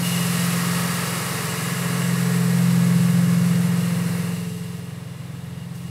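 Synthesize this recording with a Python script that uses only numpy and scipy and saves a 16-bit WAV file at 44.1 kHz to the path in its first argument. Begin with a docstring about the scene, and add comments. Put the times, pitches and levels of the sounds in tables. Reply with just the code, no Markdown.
"""Hissing intake air and ringing tappets sound over the drone of a supercharged straight-six idling in a garage.
Periodic firing gives the exhaust a harmonic spectrum, whose strongest partials swell and fade as
the listener moves through the room's standing waves. Valve impacts excite resonances of the block
and its cover, and the blower's rotors hum. The listener passes from the engine bay into the cabin,
where the car's body muffles the engine; a sleeve brushes the seat at the end."""
import sys
import numpy as np
from scipy import signal
from scipy.fft import rfft, irfft, next_fast_len
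from scipy.io import wavfile
from scipy.ndimage import map_coordinates

SR = 44100
rng = np.random.default_rng(int(sys.argv[2]) if len(sys.argv) > 2 else 0)


def wav_out(sig):
    """Save sig, one row per channel (or a flat mono array), as 16-bit PCM at SR to the path in sys.argv[1]."""
    wavfile.write(sys.argv[1], SR, np.round(np.clip(np.atleast_2d(sig).T, -1, 1) * 32767).astype(np.int16))


N = 260171


def amp(db):
    """Amplitude ratio of a level in decibels."""
    return 10 ** (np.asarray(db) / 20)


def unit(x):
    """Normalisation to rms 1."""
    return x / np.sqrt(np.mean(x ** 2) + 1e-20)


def curves(rows):
    """Linear interpolation: one value per sample for each column after the time."""
    time_s, *columns = np.transpose(rows)
    return [np.interp(np.arange(N) / SR, time_s, column) for column in columns]


def wobble(rate_hz):
    """Random modulation: a smooth curve through rate_hz Gaussian knots a second."""
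    knots = rng.standard_normal(int(N * rate_hz / SR) + 4)
    return map_coordinates(knots, [np.arange(N) * rate_hz / SR])


def filtered(x, response):
    """Linear filtering: the spectrum of x times a complex frequency response."""
    size = next_fast_len(N + SR // 2)
    return irfft(rfft(x, size) * response(np.fft.rfftfreq(size, 1 / SR)), size)[..., :N]


def coloured(x, spectrum):
    """Spectral shaping by (frequency_hz, relative_db) points on a log axis, at rms 1."""
    points_hz, db = np.transpose(spectrum)
    return unit(filtered(x, lambda hz: amp(np.interp(np.log(hz + 1), np.log(points_hz), db))))


def ring(x, modes):
    """Modal superposition: x drives damped resonators in parallel, at rms 1."""
    def response(hz):
        return sum(amp(db) * 1j * hz * width / (pitch ** 2 - hz ** 2 + 1j * hz * width)
                   for pitch, width, db in modes)
    return unit(filtered(x, response))


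def noise():
    """White Gaussian noise."""
    return rng.standard_normal(N)


def partial(cycle, order):
    """A harmonic of rms 1 that swings order times per engine cycle."""
    return np.sqrt(2) * np.cos(2 * np.pi * order * cycle)


def tones(cycle, orders, flutter_db):
    """Additive synthesis: harmonics of the engine cycle, each unsteady in strength."""
    return sum(amp(db + flutter_db * wobble(7)) * partial(cycle + rng.random(), order)
               for order, db in orders)


def knocks(cycle, count, scatter_db, jitter_s, spread_db=1.6):
    """Quasi-periodic impulses: count parts strike once a cycle, each at its own strength and moment."""
    beats = np.arange(np.ceil(cycle[-1] * count))
    part = beats.astype(int) % count
    offset = rng.uniform(-.3, .3, count)[part]
    when = np.interp((beats + offset) / count, cycle, np.arange(N))
    when += jitter_s * SR * rng.standard_normal(len(beats))
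    part_db = spread_db * rng.standard_normal(count)[part]
    strength = amp(part_db + scatter_db * rng.standard_normal(len(beats)))
    inside = (when > 0) & (when < N - SR // 200)
    return np.bincount(when[inside].astype(int), strength[inside], N)


def garage(x, t60_s, path_sets=4):
    """Reverberation from bonnet and walls: the moving listener drifts between sets of reflections."""
    t = np.arange(SR // 2) / SR
    tails = rng.standard_normal((path_sets, len(t))) * amp(-60 * t / t60_s)
    paths = signal.fftconvolve(x[None], tails, axes=1)[:, :N]
    weights = np.array([wobble(.96) for _ in paths])
    return unit(np.sum(weights * paths, axis=0) / np.linalg.norm(weights, axis=0))


# The walk past each part: name -> gain_db, nearest_s, half_power_s, shielded_s, transition_s, loss_db
WALK = { "block": (-36, .95, 1.5, 4.42, .26, 9), "cover": (-35.8, .9, .42, 4.75, .7, 5),
        "injectors": (-40.3, 0, 1.6, 4.62, .9, 10.5), "fan": (-33.2, .9, 2.1, 4.38, .32, 10.3),
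        "intake": (-30.5, 0, 1.6, 4.6, .85, 11.3), "tailpipe": (-47.3, 3.3, 2.0, 4.4, .45, 8.5), }
def passing(part):
    """Spherical spreading and transmission loss: gain falls with distance, then on entering the car."""
    gain_db, nearest_s, half_power_s, shielded_s, transition_s, loss_db = WALK[part]
    t = np.arange(N) / SR
    inside = np.clip((t - shielded_s) / transition_s + .5, 0, 1)
    distance = np.hypot(1, (t - nearest_s) / half_power_s)
    return amp(gain_db - loss_db * inside) / distance


# Spectrum of the background: frequency_hz, relative_db
AMBIENT_SPECTRUM = [(25, -6), (55, 1), (90, -9), (150, 24), (220, 13), (300, 11.5), (390, 3.5), (650, 6),
                    (1100, 0.5), (1500, -15), (2800, -4), (3700, -3), (6500, -17), (14000, -33)]
def ambience():
    """Stationary noise: a dull wash that fills garage and cabin alike."""
    return amp(-45) * coloured(noise(), AMBIENT_SPECTRUM)


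# One stroke of cloth: peak_s, level_db, rise_s, fade_db_per_s
SLEEVE_STROKE = (5.755, -48.5, .02, 70)
def sleeve():
    """Friction noise: a sleeve brushes the seat cover, rising quickly and decaying exponentially."""
    peak_s, level_db, rise_s, fade_db_per_s = SLEEVE_STROKE
    t = np.arange(N) / SR - peak_s
    stroke = np.clip(1 + t / rise_s, 0, 1) * amp(level_db - fade_db_per_s * np.maximum(t, 0))
    return stroke * coloured(noise(), [(1000, -15), (5000, 0), (11000, 0), (15500, -5)])


# Spectrum of the churned air: frequency_hz, relative_db
FAN_SPECTRUM = [(40, -32), (75, -7), (130, -4), (190, 2), (250, 1.5), (350, -3), (500, 1), (750, -3),
                (1200, -2.5), (1500, -3.5), (2100, -2.5), (2450, -14), (3300, -39), (6000, -47)]
def fan():
    """Turbulence: fan and belts churn the air into broadband noise."""
    return passing("fan") * coloured(noise(), FAN_SPECTRUM)


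# Spectrum shared by throttle and timing chain: frequency_hz, relative_db
HISS_SPECTRUM = [(500, -14), (1500, -18), (2700, 2), (3250, -4), (3900, 0.5), (5200, -1), (6500, -2.5),
                 (7300, -3), (8400, 0), (9600, -1), (10800, 0), (12200, -5), (13700, -4), (15700, -15)]
def intake_and_chain(cycle):
    """Modulated flow noise: the throttle hisses with each intake stroke; dense chain impacts sizzle."""
    suction_db = .2 * np.cos(2 * np.pi * 6 * cycle) + .58 * wobble(29.9)
    hiss = amp(suction_db) * coloured(noise(), HISS_SPECTRUM)
    links = knocks(cycle, count=72, scatter_db=2.2, jitter_s=.0001)
    chain = coloured(garage(links, t60_s=.12), HISS_SPECTRUM)
    return passing("intake") * (amp(-1.5) * hiss + amp(-4) * chain)


# Modes of the block and its brackets: pitch_hz, bandwidth_hz, relative_db
BLOCK_MODES = [(460, 31, -4.5), (530, 71, -8), (1139, 95, 0), (1406, 60, -7), (1670, 67, -1.5),
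               (1870, 30, 2.5), (1934, 106, -5.5), (2134, 80, -7.5), (2186, 21, -6.5)]
# Modes of the valve cover: pitch_hz, bandwidth_hz, relative_db
COVER_MODES = [(1081, 50, -3), (1267, 49, 5.5), (1690, 130, -6.5), (3830, 360, -15), (4690, 220, -14)]
def valves(cycle):
    """Impact excitation: 24 valve knocks a cycle set the block and its cover ringing."""
    impacts = garage(knocks(cycle, count=24, scatter_db=1.6, jitter_s=.00012), t60_s=.25)
    block = passing("block") * ring(impacts, BLOCK_MODES)
    cover = passing("cover") * ring(impacts, COVER_MODES)
    return block + cover


# Modes of the tappets: pitch_hz, bandwidth_hz, relative_db
TAPPET_MODES = [(2720, 70, -17), (2838, 32, 0)]
# The tappets' ring, dimming in steps along the walk: time_s, level_db
TAPPET_LEVEL = [(0.0, -31), (0.59, -44.5), (2.15, -43.5), (2.22, -48), (4.27, -48), (5.13, -59.5),
                (5.9, -59)]
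# Modes of the injectors: pitch_hz, bandwidth_hz, relative_db
INJECTOR_MODES = [(3545, 95, -6.5), (7520, 100, -1), (7810, 100, 4), (8130, 110, -2.5), (10100, 130, -13),
                  (10400, 250, -7)]
def tappets_and_injectors(cycle):
    """Resonance of small parts: six ticks a cycle ring at high natural frequencies."""
    ticks = garage(knocks(cycle, count=6, scatter_db=1.8, jitter_s=.00015), t60_s=.4)
    tappets = amp(curves(TAPPET_LEVEL)[0]) * ring(ticks, TAPPET_MODES)
    injectors = passing("injectors") * ring(ticks, INJECTOR_MODES)
    return tappets + injectors


# Rotor pulsation and its sidebands, a pulse on every other firing: order_per_cycle, relative_db
BLOWER_ORDERS = [(57, -8.5), (60, -1), (63, -11.5)]
# Contour of the hum: time_s, relative_db
BLOWER_CONTOUR = [(0.1, -45), (0.24, -40), (2.13, -40), (2.28, -33.5), (2.54, -39.5), (4.54, -42.5),
                  (4.88, -53), (5.8, -54)]
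def blower(cycle):
    """Periodic displacement: the rotors push out regular puffs of air, a slightly rough hum."""
    rotor = cycle + .0004 * wobble(20)  # the drive belt stretches and gives
    return amp(curves(BLOWER_CONTOUR)[0] - 1.06) * tones(rotor, BLOWER_ORDERS, flutter_db=2)


# Firing harmonics in the standing waves along the walk: time_s, fourth_db, third_db
STANDING_WAVES = [(0.08, -24.5, -30), (0.54, -23, -30), (0.86, -25, -31.5), (1.24, -33.5, -35),
                  (1.51, -32, -34.5), (2.05, -23.5, -27), (2.71, -18, -23), (3.49, -18.5, -26),
                  (4.22, -25.5, -33), (4.38, -27.5, -37.5), (5.18, -41.5, -37.5), (5.8, -35.5, -36.5)]
# Uneven firing, from manifold imbalance and from lope: time_s, manifold_db, lope_relative_db
UNEVEN_FIRING = [(0.1, -40, -38), (0.8, -41, -41), (1.53, -38, -35), (2.45, -49.5, -41), (2.92, -36, -37),
                 (2.96, -35, -29), (4.15, -35, -34.5), (4.74, -40, -42), (5.8, -44, -43)]
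# What one weak cylinder takes from the drone: order_per_cycle, relative_db
LOPE_ORDERS = [(16, -13), (21, -5.5), (22, -3.5), (23, -9)]
# Faint tailpipe overtones: order_per_cycle, relative_db
TAILPIPE_ORDERS = [(6, -30), (27, 3), (30, 0), (33, -11.5), (35, -16), (36, -3), (42, -3.5), (48, -5.5),
                   (66, -1), (69, -9), (72, -4), (76, -10)]
def exhaust(cycle):
    """Harmonic series of six firings a cycle; unequal firings add a throb and lope between harmonics."""
    manifold_lag_cycles, weak_firing_cycles = .008, 7 / 12
    fourth_db, third_db = curves(STANDING_WAVES)
    manifold_db, lope_db = curves(UNEVEN_FIRING)
    drone = amp(fourth_db) * partial(cycle, order=24) + amp(third_db) * partial(cycle, order=18)
    boom = tones(cycle, [(12, -49)], flutter_db=3)  # 2nd harmonic: too long a wave to vary along the walk
    # One manifold half is stronger and one arrives late: a throb on every other firing.
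    throb = amp(manifold_db) * partial(cycle - manifold_lag_cycles, order=15)
    throb += amp(lope_db - 3.5) * partial(cycle, order=21)
    weak_cylinder = sum(amp(db) * partial(cycle - weak_firing_cycles, order) for order, db in LOPE_ORDERS)
    lope = amp(lope_db + 1) * weak_cylinder
    overtones = passing("tailpipe") * tones(cycle, TAILPIPE_ORDERS, flutter_db=1)
    burn = amp(.32 * wobble(30))  # no two firings burn alike
    return burn * (drone + boom + throb - lope + overtones)


# Idle speed of the crankshaft: time_s, speed_rpm
CRANK_SPEED = [(0, 872.3), (.45, 868.1), (1.3, 877.9), (2.1, 870.2), (3.1, 872.9), (5.9, 870.0)]
def scene():
    """Superposition: all sources add, with the engine's tones and impacts locked to one crank phase."""
    first_beat_s = .0295
    rpm = curves(CRANK_SPEED)[0]
    turns = (np.cumsum(rpm) / SR - first_beat_s * rpm[0]) / 60
    cycle = turns / 2  # a four-stroke cycle takes two crank turns
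    engine = exhaust(cycle) + blower(cycle) + valves(cycle) + tappets_and_injectors(cycle)
    mono = engine + intake_and_chain(cycle) + fan() + ambience() + sleeve()
    return np.array([mono, mono])


def record(dry):
    """Band limiting: an ideal low-pass filter removes the highest treble."""
    cutoff_hz = 15750
    return filtered(dry, lambda hz: hz < cutoff_hz)


dry = scene()
out = record(dry)
wav_out(out)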